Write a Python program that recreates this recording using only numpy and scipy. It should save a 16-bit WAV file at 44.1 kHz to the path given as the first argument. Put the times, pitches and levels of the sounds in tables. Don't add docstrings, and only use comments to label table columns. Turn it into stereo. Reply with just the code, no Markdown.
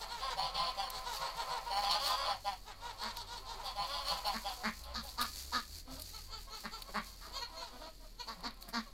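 import sys
import numpy as np
from scipy import signal
from scipy.fft import rfft, irfft, next_fast_len
from scipy.io import wavfile
from scipy.ndimage import map_coordinates

SR = 44100
rng = np.random.default_rng(int(sys.argv[2]) if len(sys.argv) > 2 else 0)


def transcribe(u):
    v = np.clip(np.atleast_2d(u).T, -1, 1)
    q = np.round(v * 32767).astype(np.int16)
    wavfile.write(sys.argv[1], SR, q)


N = 393800
TIME = np.arange(N) / SR

# pitch_hz, level_db, left_minus_right_db
HUM = (40, -53.5, -6)
LOW_WAVE_SHIFT = np.array([[.5], [-.5]]) * 0.96
# start_s, length_s, pitch_hz, glide_hz (change over the call), level_db, peak_place (0-1),
# rasp_db (above the voice), upper_db (upper resonances), chest_db (chest tone)
NEAR = [(3.022, 0.069, 221.8, -3, -41, 0.7, -3.5, 0.8, -58),
        (4.342, 0.035, 220.8, -3.5, -39, 0.32, -4.5, 2.5, -47.5),
        (4.645, 0.052, 218.6, 5.5, -34.5, 0.3, -3, 5, -42.5),
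        (4.951, 0.056, 247.8, 0, -40.5, 0.13, 1.5, 4, -52.5),
        (5.187, 0.066, 250.2, 0, -33.5, 0.43, -2.5, 2.5, -49.5),
        (5.532, 0.064, 254.7, -6, -33, 0.47, -1.5, 3, -47.5),
        (6.647, 0.028, 212.6, -3.5, -38, 0.287, -8, 1, -48),
        (6.951, 0.049, 213.3, -5.5, -33, 0.29, -8.5, 0.5, -44),
        (7.215, 0.065, 244.1, 31, -53.5, 0.6, -26, 5.5, -73),
        (8.282, 0.057, 230.1, -4.5, -44, 0.34, -3.5, -1.5, -61),
        (8.443, 0.043, 243.2, 0, -40, 0.47, -4.5, -1.5, -46.5),
        (8.682, 0.012, 213.4, 2.5, -50.5, 0.11, -6, 4, -53),
        (8.739, 0.066, 237.8, -15, -37, 0.17, -1.5, 1.5, -41)]
# centre_hz, width_hz, level_db
LEADER_THROAT = [(587, 166, 0.5), (722, 176, 4), (1032, 208, 2), (1360, 230, -5), (2030, 1210, -17)]
# frequency_hz, level_db
RASP = [(1900, -14.5), (2600, 1), (2900, -2), (3200, 7.5), (3500, -4), (3900, -12.5), (4600, 1.5),
        (5300, -25.5), (5700, 0), (6200, -52), (7300, -2.5), (8800, -43), (9400, -6.5), (12000, -23.5),
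        (14000, -27), (16000, -7)]
# start_db, half_db, end_db (all three under the peak),
# edge_db (extra rasp at both ends)
SHAPES = dict(leader=(1.6, 4.7, 5.4, 3.2), second=(10.7, 4.2, 1.56, 0.37), rising=(4, 0.82, 2.1, 0.086),
          deep=(2.4, 2.2, 13.5, 4.2), honk=(4.5, 7.2, 7.6, 1.4), high=(10, 5.5, 25, 0.059),
          young=(18, 4.2, 2.1, 1.6), hen=(4.8, 1, 1.1, 0.97), near=(2.5, 3.8, 9, 0.068))


def amp(db):
    return 10 ** (np.asarray(db) / 20)


def unit(x):
    return x / np.sqrt(np.mean(x ** 2) + 1e-20)


def along(points, hz):
    f, v = np.transpose(points)
    return np.interp(np.log(hz + 1), np.log(f + 1), v)


def level_curve(points):
    return amp(np.interp(TIME, *np.transpose(points)))


def wobble(rate):
    knots = rng.standard_normal(int(N * rate / SR) + 4)
    return map_coordinates(knots, [TIME * rate])


def filtered(x, response):
    m = 2 * next_fast_len(N // 2 + 4096)
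    spectrum = rfft(x, m) * response(np.fft.rfftfreq(m, 1 / SR))
    return irfft(spectrum, m)[..., :N]


def through(x, response):
    kernel = irfft(response(np.fft.rfftfreq(4096, 1 / SR)))[:2048]
    return signal.oaconvolve(x, kernel)[:N]


def causal(points):
    def response(hz):
        c = irfft(np.log(amp(along(points, hz))))
        c = c * np.where(np.arange(len(c)) < len(c) // 2, 2, 0)
        return np.exp(rfft(c) - c[0] / 2)
    return response


def swell(calls, levels_db, rise=0.013, fall=0.016):
    gain = np.zeros(N)
    for call, db in zip(calls, levels_db):
        s = np.array(call)[:, 0]
        knots = np.r_[s[0] - rise, s, s[-1] + fall]
        span = slice(max(int(knots[0] * SR), 0), int(knots[-1] * SR))
        gain[span] += np.interp(TIME[span], knots, np.r_[0, amp(db), 0])
    return gain


def placed(x, lag_s, pan_db, wet_db):
    # frequency_hz, t60_s (time to fall 60 dB)
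    yard = [(200, 0.2), (1200, 0.16), (3000, 0.23), (12000, 0.0057)]

    def two_ports(hz):
        lag = np.exp(-1j * np.pi * hz * lag_s * np.array([[1], [-1]]))
        return lag * amp([[pan_db / 2], [-pan_db / 2]])

    direct = filtered(x, two_ports)
    hz, t, z = signal.stft(rng.standard_normal((2, SR // 2)), SR, nperseg=256)
    shared = along([(250, 0.91), (800, 0.11), (1500, 0.069)], hz)[:, None]
    z[1] = shared * z[0] + np.sqrt(1 - shared ** 2) * z[1]
    decay = amp(-60 * t / along(yard, hz)[:, None])
    tail = signal.istft(z * decay, SR, nperseg=256)[1]
    tail = tail / np.linalg.norm(tail[0])
    late = np.pad(x, (130, 0))[None]
    wet = signal.fftconvolve(late, tail, axes=1)[:, :N]
    return direct + amp(wet_db) * wet


def air():
    # (per Hz, before the overall level is set)
    air_colour = [(25, 13), (60, -3), (120, -5.5), (300, -9.5), (600, -15.5), (1000, -21), (2500, -20),
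                  (5000, -22), (9000, -24), (14000, -22.5), (16000, -30)]

    def mid_and_side(hz):
        alike = along([(60, 0.45), (300, 0.99), (1200, 0.036)], hz)
        split = np.arccos(alike) / 2
        return amp(along(air_colour, hz)) * [np.cos(split), np.sin(split)]

    noise = rng.standard_normal((2, N)) * amp(0.14 * wobble(1.23))
    mid, side = filtered(noise, mid_and_side)
    return amp(-56) * unit(np.array([mid + side, mid - side]))


def far_motor():
    hz, db, _ = HUM
    turn = 2 * np.pi * np.cumsum(hz + 3 * wobble(9.3)) / SR
    return amp(db + 2.3 * wobble(7.7)) * np.sin(turn + LOW_WAVE_SHIFT)


def vehicle():
    # time_s, firing_hz, level_db
    gears = [
        [(2.0, 86.53, -78), (2.136, 84.35, -65.5), (2.968, 90.6, -63.5), (3.11, 92.8, -60), (3.9, 99.2, -70)],
        [(4.0, 53.5, -55), (4.31, 57.44, -60.5), (4.43, 56.93, -73), (4.59, 61, -58), (4.96, 63.7, -50.5),
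         (5.64, 74, -57), (6.29, 80.9, -57), (6.6, 80.6, -86)],
        [(6.8, 85, -72.5), (7.26, 73.1, -60), (7.318, 74.3, -59.5), (7.7, 71.8, -81)],
    ]
    rows = np.concatenate(gears)
    firing_hz = np.interp(TIME, rows[:, 0], rows[:, 1]) + 3 * wobble(14)
    turn = 2 * np.pi * np.cumsum(firing_hz) / SR
    gain = swell(gears, [np.array(g)[:, 2] for g in gears], 0.085, 0.11)
    tone = np.sin(turn + LOW_WAVE_SHIFT) + amp(-21.0) * np.sin(2.0 * turn)
    return gain * amp(3.5 * wobble(11.0)) * tone


def distance():
    pan_db = HUM[2]
    return (far_motor() + vehicle()) * amp([[pan_db / 2], [-pan_db / 2]]) + air()


def rustle():
    # time_s, level_db
    rustle_level = [(0.0, -47), (0.42, -56), (0.92, -51), (1.76, -47), (2.14, -44.5), (2.31, -57),
                    (3.13, -55.5), (3.63, -56.5), (3.93, -46), (4.48, -46), (4.73, -51), (4.95, -54.5),
                    (5.22, -43.5), (5.92, -49), (6.44, -53.5), (6.74, -46.5), (7.46, -54), (8.33, -63),
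                    (8.93, -56)]
    # (per Hz, before the overall level is set)
    litter = [(1500, -11), (3000, -8.5), (4500, -6.5), (6800, 1), (9000, -6.5), (12000, -5), (14000, -5),
              (16000, 0)]
    grains = rng.standard_normal((2, N)) * amp(3.5 * wobble(15) + 2.3 * wobble(300))
    coloured = filtered(grains, lambda hz: amp(along(litter, hz)))
    return level_curve(rustle_level) * unit(coloured)


def snaps_and_scuffs():
    # time_s, level_db, body_db (against the crisp part), t60_s (time to fall 60 dB, limited below)
    snaps = [(0.9015, -32.5, -43, 0.021), (1.165, -46.5, -8.5, 0.056), (3.036, -41, -9.5, 0.0076),
             (3.169, -36, -18.5, 0.023), (5.483, -75, -23, 0.011), (6.019, -35, -33, 0.027),
             (6.82, -37.5, -18.5, 0.027), (8.4056, -50, -30, 0.023), (8.443, -61, -10, 0.0072),
             (8.4745, -52, -4, 0.013), (8.507, -50, -13, 0.013), (8.5425, -52, -22, 0.012),
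             (8.5733, -54, -15, 0.011), (8.6252, -38.5, -14, 0.006)]
    # time_s, level_db, body_db, t60_s, used as for the snaps
    scuffs = [(1.832, -43.5, -9, 0.074), (1.9065, -47, -1, 0.099), (2.0547, -39, -12.5, 0.1),
              (3.6412, -48, -21, 0.095), (4.0702, -42.5, -12.5, 0.14), (4.257, -43, -19, 0.12),
              (4.831, -43.5, -17.5, 0.077), (5.026, -47, -36, 0.13), (5.074, -50.5, -13, 0.078),
              (5.202, -34, -18, 0.14), (5.988, -44.5, -24, 0.15), (8.606, -53, -33.5, 0.14),
              (8.6795, -46.5, -33, 0.093)]
    crisp, body = np.zeros((2, N + SR)), np.zeros((2, N + SR))
    t = np.arange(SR // 10) / SR
    crackle = unit(amp(4 * wobble(400)))
    for k, (s, db, body_db, t60) in enumerate(snaps + scuffs):
        t60 = np.clip(t60, .004, .12)
        start = round(s * SR)
        envelope = amp(db - 60 * t / t60) * (1 - np.exp(-30 * t / t60))
        burst = envelope * rng.standard_normal((2, len(t)))
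        if k >= len(snaps):
            burst = burst * 2 * (1 - np.exp(-t / .012)) * crackle[start:][:len(t)]
        crisp[:, start:][:, :len(t)] += burst
        body[:, start:][:, :len(t)] += burst * amp(body_db)

    def edge(hz):
        return (1j * hz / (6000 + 1j * hz)) ** 2

    def band(hz):
        return 1j * hz * 3500 / (4000 ** 2 - hz * hz + 1j * hz * 3500)

    return amp(10.5) * filtered(crisp[:, :N], edge) + amp(26.0) * filtered(body[:, :N], band)


def knocks():
    # time_s, push_db (strength before the softening filter)
    taps = [(5.480, -20), (6.893, -11.5), (7.272, -15), (7.311, -19)]
    push = np.zeros(N)
    for s, db in taps:
        push[round(s * SR)] = amp(db)

    def dull(hz):
        return 1j * hz / (250 + 1j * hz) / (1 + 1j * hz / 1300) ** 3

    return placed(through(push, dull), 0, 0, -1.8)


def resonances(modes, part=slice(None)):
    def response(f):
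        bumps = [(-1) ** k * amp(db) * 1j * f * w / (c * c - f * f + 1j * f * w)
                 for k, (c, w, db) in enumerate(modes)]
        return sum(bumps[part]) * (1j * f / (1.3 * modes[0][0] + 1j * f)) ** 2
    return response


def syrinx(pitch_hz, jitter, rough, double):
    phase = 2 * np.cumsum(pitch_hz) / SR
    k = np.arange(1, int(phase[-1]))
    chance = rng.standard_normal((N // 32, 2))[k]
    at = np.interp(k + jitter * chance[:, 0], phase, np.arange(N))
    size = np.where(k % 2, 1, double) * amp(chance[:, 1] * (1 + 3 * rough))
    taps = np.floor(at)[:, None] + np.arange(-7, 9)
    away = taps - at[:, None]
    kernel = np.sinc(away) * np.cos(np.pi * away / 16) ** 2
    index = np.clip(taps, 0, N - 1).astype(int)
    slaps = np.bincount(index.ravel(), (kernel * size[:, None]).ravel(), N)
    puff = signal.lfilter([1], [1, -np.exp(-1 / (.0018 * SR))], np.abs(slaps))
    return unit(slaps), unit(puff * rng.standard_normal(N))


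def shaped(rows, shape):
    start_db, half_db, end_db, edge_db = shape
    drop_db = np.array([start_db, 0, half_db, end_db])
    calls = []
    for s, length, hz, glide, db, peak, rasp_db in np.array(rows)[:, :7]:
        peak = np.clip(peak, .05, .95)
        u = np.array([0, peak, (1 + peak) / 2, 1])
        rasp = rasp_db + edge_db * np.array([1, 0, .5, 1])
        calls.append(np.c_[s + length * u, hz + glide * (u - .5), db - drop_db, rasp])
    return calls


def arched(calls, sag):
    droop = np.r_[1, .45, 0, .2, .75, 1.3]
    s, hz = [], []
    for call in calls:
        s.append(np.r_[call[0, 0] - .02, call[:, 0], call[-1, 0] + .03])
        hz.append(np.r_[call[0, 1], call[:, 1], call[-1, 1]] * (1 - sag * droop))
    return np.interp(TIME, np.maximum.accumulate(np.concatenate(s)), np.concatenate(hz))


def opening(calls):
    half_open_s, close_s = .01, .008
    knots = [[c[0, 0] - half_open_s, c[0, 0] + half_open_s, c[-1, 0] + close_s, c[-1, 0] + 2 * close_s]
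             for c in calls]
    knots = np.maximum.accumulate(np.concatenate(knots))
    return np.interp(TIME, knots, np.tile([0, 1, 1, 0], len(calls)))


def voice(rows, bird, throat, jitter, rough, double, hiss, sag, bill=RASP):
    shut_drop, bill_shift = .2, .05
    calls = shaped(rows, SHAPES[bird])
    waver = 1 + .01 * wobble(28)
    slaps, breath = syrinx(arched(calls, sag) * waver, jitter, rough, double)

    def mix(breath_share):
        return np.sqrt(1 - breath_share) * slaps + np.sqrt(breath_share) * breath

    shut_throat = np.array(throat) * [1 - shut_drop, 1, 1]
    wide = opening(calls)

    def throat_sound(part):
        is_open = through(mix(rough), resonances(throat, part))
        is_shut = through(mix(rough), resonances(shut_throat, part))
        return wide * is_open + (1 - wide) * is_shut

    lower, upper = throat_sound(slice(2)), throat_sound(slice(2, None))
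    scale = np.std(lower + upper)
    low, high = (through(mix(hiss), causal(np.array(bill) * [1 + way * bill_shift, 1]))
                 for way in (-1, 1))
    drift = .5 + .5 * np.tanh(1.5 * wobble(12))
    rasp = unit((1 - drift) * low + drift * high)
    lower_gain = swell(calls, [c[:, 2] for c in calls])
    upper_gain = swell(calls, [c[:, 2] + row[7] for c, row in zip(calls, rows)])
    rasp_gain = swell(calls, [c[:, 2] + c[:, 3] for c in calls])
    return lower_gain * lower / scale + upper_gain * upper / scale + rasp_gain * rasp


def chatter():
    # time_s, level_db
    chatter_level = [(0.0, -39.5), (0.19, -53), (0.62, -41), (0.75, -48), (0.95, -45.5), (1.64, -45),
                     (1.89, -44), (2.14, -54), (2.34, -39), (2.46, -72), (3.01, -49), (3.53, -53.5),
                     (3.95, -44.5), (4.13, -45.5), (4.66, -53.5), (4.78, -62), (4.92, -54), (5.89, -83),
                     (6.84, -64), (7.71, -60), (8.03, -79.5), (8.3, -57), (8.93, -68.5)]
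    slaps, breath = syrinx(255 * amp(.6 * wobble(5)), .05, .4, .4)
    muttering = through(.7 * slaps + .7 * breath, resonances(LEADER_THROAT))
    bursts = amp(3.5 * wobble(11)) * muttering
    return level_curve(chatter_level) * unit(placed(bursts, 0.0001, 0, 0))


def small_birds_and_hen():
    # start_s, length_s, pitch_hz, glide_hz, level_db,
    # peak_place (0-1), rasp_db (above the voice), upper_db (upper resonances)
    high_calls = [(6.132, 0.08, 436.4, -30.5, -51.5, 0.17, -2, 2),
                  (6.312, 0.092, 443.5, -25.5, -49.5, 0.27, -1, 4.5),
                  (6.507, 0.092, 443.6, -28.5, -48.5, 0.36, -2, 3),
                  (6.715, 0.082, 447, -28.5, -48, 0.31, -4, 1),
                  (7.402, 0.061, 483.3, -13.5, -47, 0.398, -1, 3),
                  (8.192, 0.049, 486.6, -8.5, -49.5, 0.19, 2, -24)]
    young_calls = [(6.275, 0.037, 542, 11.5, -51, 0.76, -8, .1),
                   (6.465, 0.04, 542, 2, -51, 0.52, -16, 0.11), (6.85, 0.051, 547, 25, -51, 0.7, -13, 0.12),
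                   (7.052, 0.1, 542.5, 17.5, -58.5, 0.094, -7.5, 0.079),
                   (7.325, 0.057, 534, 59, -43, 0.76, -1.5, 0.16),
                   (7.555, 0.075, 522.6, -5, -47.5, 0.32, -4.5, 0.1),
                   (8.262, 0.023, 525, 20.5, -52.5, 0.548, -9, .1),
                   (8.6, 0.036, 553.5, -16.5, -62, 0.98, 1.5, 0.059),
                   (8.862, 0.021, 563.5, -22, -54, 0.097, -10, 0.11)]
    hen_calls = [(5.868, 0.075, 260.2, 15, -52, 0.34, -17, 1.5),
                 (5.96, 0.037, 315.6, -5.5, -56, 0.15, -10, 1),
                 (6.45, 0.066, 345.4, 12.5, -72, 0.32, -16, -8), (7.29, 0.06, 323, 8, -61, 0.67, -6, 4.5),
                 (7.495, 0.15, 331.7, 25, -59, 0.3, -18, 5), (7.72, 0.049, 249, 10, -53, 0.48, -10, 0.5),
                 (7.79, .09, 321, 19, -53, 0.46, -12, 1.5), (8.0, 0.058, 318.2, -20, -61.5, 0.5, -14, 1),
                 (8.43, 0.018, 401, 1, -51, 0.44, -16, 1.5), (8.625, 0.064, 356.6, -2.5, -62, 0.63, -8, -3)]
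    # centre_hz, width_hz, level_db
    high_throat = [(393, 440, -2.5), (1060, 390, 6), (1500, 200, 1), (1906, 213, -5)]
    young_throat = [(590, 330, 3.5), (1060, 420, 6), (1450, 220, -7), (2120, 420, -20)]
    hen_throat = [(262, 19.6, 2), (655, 155, -4.5), (1010, 890, -9.5), (1260, 400, -7.5)]
    # frequency_hz, level_db
    small_bill = [(1900, -19.5), (2400, -1), (3200, 5.5), (3900, -4), (4500, 8.5), (5200, -12), (7000, 6.5),
                  (9000, -25), (14000, -8), (16000, -20)]
    high = voice(high_calls, "high", high_throat,
                 jitter=.008, rough=.05, double=0, hiss=.07, sag=.19, bill=small_bill)
    young = voice(young_calls, "young", young_throat,
                  jitter=.014, rough=.08, double=0, hiss=.12, sag=.05, bill=small_bill)
    hen = voice(hen_calls, "hen", hen_throat, jitter=.035, rough=.2, double=.1, hiss=.6, sag=.03)
    return placed(high + young + hen, 0.0002, 0.15, -5)


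def right_ducks():
    # start_s, length_s, pitch_hz, glide_hz, level_db, peak_place (0-1),
    # rasp_db (above the voice), upper_db (upper resonances)
    leader_calls = [(0.212, 0.084, 259.8, -3.5, -41.5, 0.5, -14, -3.5),
                    (0.43, 0.07, 271.2, -10.5, -39, 0.24, -11, -7),
                    (0.552, .15, 266.1, -9, -37.5, 0.39, -6, -5),
                    (2.092, 0.062, 262.6, -7.5, -38, 0.5, -9, -1),
                    (3.66, 0.056, 268, -14, -44, 0.25, -9, 2.5),
                    (4.102, 0.083, 269.5, -14, -40, 0.27, -8.5, -2),
                    (4.49, 0.032, 263, -11, -46, 0.37, -9.5, 1), (4.582, 0.045, 247, -2, -46, 1, -28, -17),
                    (4.86, 0.068, 291.6, 5, -49, 0.95, -13, -8),
                    (5.042, 0.047, 272, -20.5, -46.5, 0.25, -19, -11)]
    rising_calls = [(0.215, .11, 269, -8, -39, 0.29, -6, 0.092),
                    (0.825, 0.054, 266.3, -22, -44.5, 0.14, -1.5, 0.11),
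                    (2.002, 0.08, 286.5, 15, -39.5, 0.63, 1, 0.068),
                    (2.165, 0.094, 282.7, 20, -39.5, 0.32, -3, .1),
                    (3.882, 0.088, 287.8, 25.5, -42, 0.375, -1, 0.11),
                    (3.99, 0.039, 283.5, -6.5, -43.5, 0.36, -0.5, 0.098),
                    (4.052, 0.072, 295.8, 21, -41, 0.35, 0.5, 0.11)]
    shrill_calls = [(1.92, 0.057, 307.4, 7.7, -40, 0.42, -15, 0),
                    (2.05, .1, 308.9, 12.7, -42, 0.53, -10, 0),
                    (2.24, 0.064, 305.2, 16, -43.5, 0.9, -10, 0)]
    honk_calls = [(0.375, 0.082, 195.6, -3.5, -31.5, 0.26, -11, -4),
                  (0.782, 0.061, 196.3, -5.5, -30, 0.33, -10.5, -4.5),
                  (1.712, 0.11, 202.2, 8, -31.5, 0.74, -9.5, -3),
                  (1.83, 0.068, 199.1, -4.5, -30, 0.607, -9.5, -5),
                  (1.945, 0.057, 207.9, 0.5, -31, 0.26, -8.5, -6),
                  (2.05, 0.091, 206, 3.5, -39, 0.43, -5, -5.5),
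                  (2.285, .065, 202.4, -15.5, -33, 0.41, -12, -3),
                  (2.455, 0.081, 197.2, -15.5, -32, 0.31, -10.5, -3),
                  (3.645, 0.058, 194.2, -11.5, -43.5, 0.53, -7, 0),
                  (3.765, 0.08, 201.4, -13, -38.5, 0.28, -5.5, -1),
                  (4.16, 0.044, 202.5, 1.5, -48, 0.31, -14, 2.5),
                  (4.258, 0.075, 204.3, -15.5, -32.5, 0.39, -8, -4.5),
                  (4.455, 0.061, 196.8, -15.5, -34.5, 0.2, -9, -2)]
    deep_calls = [(0.385, .11, 169.2, -4, -40.5, 0.4, -4, 0), (0.58, .12, 174.3, -3.5, -38.5, 0.35, -8, 0),
                  (1.9, 0.065, 173.1, -8.5, -34.5, 0.23, -4, 0.025),
                  (2.095, 0.067, 172.2, -6, -35.5, 0.21, -12, 0),
                  (2.262, 0.07, 171.4, -4.5, -40, 0.3, -4, 0.0011),
                  (3.8, 0.069, 172.1, -6, -41.5, 0.33, -5, 0.0045),
                  (3.945, 0.056, 170.9, -3, -41, 0.325, -4.5, 0.0037),
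                  (4.105, 0.071, 166.8, -6, -38, 0.18, -18, 0),
                  (4.255, 0.041, 174.6, -5.5, -38, 0.25, -6, 0.0061)]
    second_calls = [(0.012, 0.026, 231, -5, -36.5, 0.097, -5.5, 2),
                    (0.092, 0.11, 238, -9.5, -44, 0.27, 0, 7.5),
                    (0.302, 0.032, 257, -7.5, -36, 0.12, -4, 3),
                    (0.462, 0.044, 263, -9, -50, 0.14, -5, -11),
                    (0.912, 0.071, 216.2, 3, -46, 0.62, 2, 6.5),
                    (1.052, 0.096, 242.8, -9.5, -37, 0.23, -3.5, 3),
                    (1.202, 0.074, 242, -7, -40.5, 0.23, -1.5, 5),
                    (1.362, 0.064, 235.2, -3, -36, 0.54, -4.5, 3.5),
                    (1.492, 0.089, 247.6, -4, -36, 0.34, -7, 1.5),
                    (1.652, 0.07, 244.8, 4.5, -37, 0.36, -15.5, -0.5),
                    (2.662, 0.058, 213.9, 0, -41, 0.29, -5, 3.4),
                    (2.812, 0.1, 245.2, -0.5, -41.5, 0.57, -3.5, 4),
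                    (2.982, 0.13, 244.8, 9, -46, 0.31, 0.5, 4.5),
                    (3.152, 0.067, 239.6, -6, -44.5, 0.44, -1, 2),
                    (3.272, .11, 241, -10.5, -44, 0.53, -1.5, 3),
                    (3.462, 0.084, 234, 6.5, -41.5, 0.51, -4.5, -0.5),
                    (3.582, 0.033, 233.7, -6.5, -39.5, 0.46, -9, -0.5),
                    (7.6, 0.085, 237.2, -5, -50, 0.32, 0, 4.5),
                    (7.81, 0.06, 238.2, -8.5, -54, 0.3, -0.5, 4.5)]
    # centre_hz, width_hz, level_db
    rising_throat = [(524, 80, 4), (960, 410, -1), (1078, 62, 14), (1800, 640, -5)]
    shrill_throat = [(605, 140, -3), (900, 200, -6), (1235, 160, 5.5), (1920, 530, -14)]
    honk_throat = [(195, 57, -28), (657, 137, -18.5), (768, 110, 1.5), (1014, 207, -5), (1287, 70, -8),
                   (1960, 660, -17)]
    deep_throat = [(672, 200, -2.5), (915, 202, 1.5), (1022, 74, 6), (1230, 370, -13), (1920, 400, -22.5)]
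    second_throat = [(508, 650, -13), (970, 44, 4.5), (1210, 113, -10.5), (1940, 1880, -15.5)]
    # frequency_hz, level_db
    second_bill = [(1900, -11.5), (2700, -6), (3200, 0.5), (3700, -2), (4200, 0.5), (4600, -6.5),
                   (5200, -4), (6200, -5.5), (7300, -0.5), (9000, -12), (14000, -14), (16000, -28)]
    ducks = voice(leader_calls, "leader", LEADER_THROAT, jitter=.009, rough=.06, double=.1, hiss=.17, sag=.08)
    ducks += voice(rising_calls, "rising", rising_throat, jitter=.007, rough=.03, double=0, hiss=.2, sag=.08)
    ducks += voice(shrill_calls, "rising", shrill_throat, jitter=.007, rough=.04, double=0, hiss=.2, sag=.04)
    ducks += voice(honk_calls, "honk", honk_throat, jitter=.007, rough=.03, double=0, hiss=.18, sag=.035)
    ducks += voice(deep_calls, "deep", deep_throat, jitter=.007, rough=.04, double=0, hiss=.2, sag=.06)
    ducks += voice(second_calls, "second", second_throat,
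                   jitter=.011, rough=.08, double=.5, hiss=.15, sag=.14, bill=second_bill)
    return placed(ducks, 0.00024, 0.16, -7)


def chest():
    # share_of_call (0-1), level_db (added to the call's chest_db)
    chest_shape = [(0, -11), (.4, -2), (.65, 3.5), (1, -41)]
    # time_s, level_db, pitch_hz
    low_notes = [(1.761, -54, 196.3), (1.831, -55.5, 197), (0.349, -60, 153), (0.434, -54, 149),
                 (0.547, -58, 167), (0.608, -54, 161), (0.97, -61, 136), (1.2, -58, 157),
                 (1.349, -59.5, 156.6), (1.5, -59, 154), (3.8, -54.5, 151.7), (4.115, -54, 171),
                 (4.992, -55, 157), (5.925, -54, 156), (7.55, -78.5, 135), (8.378, -55, 178)]
    # time_s, level_db, pitch_hz
    coos = [(3.235, -62, 396), (3.4, -58, 386), (3.557, -56.5, 389.6)]
    u, shape_db = np.transpose(chest_shape)
    gain = swell([np.c_[c[0] + c[1] * u] for c in NEAR], [c[-1] + shape_db for c in NEAR])
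    pitch_hz = arched(shaped(NEAR, SHAPES["near"]), 0.16) * (1 + 0.029 * wobble(40))
    boom = np.sqrt(2) * gain * np.sin(2 * np.pi * np.cumsum(pitch_hz) / SR)
    t = np.arange(SR // 8) / SR
    boom = np.pad(boom, (0, len(t)))
    bump = np.sin(np.pi * np.clip(t / 0.071, 0, 1)) ** 2
    for s, db, hz in low_notes + coos:
        start = round((s - .025) * SR)
        boom[start:][:len(t)] += amp(db) * np.sin(2 * np.pi * hz * t) * bump
    return placed(boom[:N], -0.0001, 0.3, -10)


def near_ducks():
    # centre_hz, width_hz, level_db
    near_throat = [(436, 400, -7), (1112, 159, 4.5), (1549.4, 488, -2.5), (2154, 1075, -5)]
    tense_throat = [(330.6, 82, -18), (1222, 97, 5.5), (1706, 112, -4), (2380, 1840, -14.5)]
    # frequency_hz, level_db
    near_bill = [(1900, -9), (2600, 4.5), (3300, 4), (4000, 6.5), (4600, 4), (5000, 3.5), (5600, 1.5),
                 (7000, 1.5), (9000, -15.5), (14000, -9.5), (16000, -20)]
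    tense = [c for c in NEAR if 244 < c[2] < 262]
    loose = [c for c in NEAR if not 244 < c[2] < 262]
    near = voice(loose, "near", near_throat,
                 jitter=.03, rough=.13, double=.1, hiss=.2, sag=.12, bill=near_bill)
    near += voice(tense, "near", tense_throat,
                  jitter=.035, rough=.2, double=.1, hiss=.2, sag=.12, bill=near_bill)
    return placed(near, -0.00016, 0.3, -10)


def scene():
    background = distance() + rustle() + snaps_and_scuffs() + knocks()
    return background + chatter() + small_birds_and_hen() + right_ducks() + chest() + near_ducks()


def record(dry):
    # frequency_hz, level_db
    right_port = [(200, 0), (1000, -2), (2000, 1), (3000, -3), (3800, 7), (4500, 16), (5000, 7), (5600, 0),
                  (6500, -9), (9500, -10), (11500, -1), (12200, -11), (12800, -24), (15500, -15)]
    # frequency_hz, level_db
    capsule = [(13500, 0), (14500, -2), (15800, -11)]
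    top_hz = 15830
    ports = np.array([dry[0], through(dry[1], causal(right_port))])
    return filtered(ports, lambda hz: amp(along(capsule, hz)) * (hz < top_hz))


dry = scene()
out = record(dry)
transcribe(out)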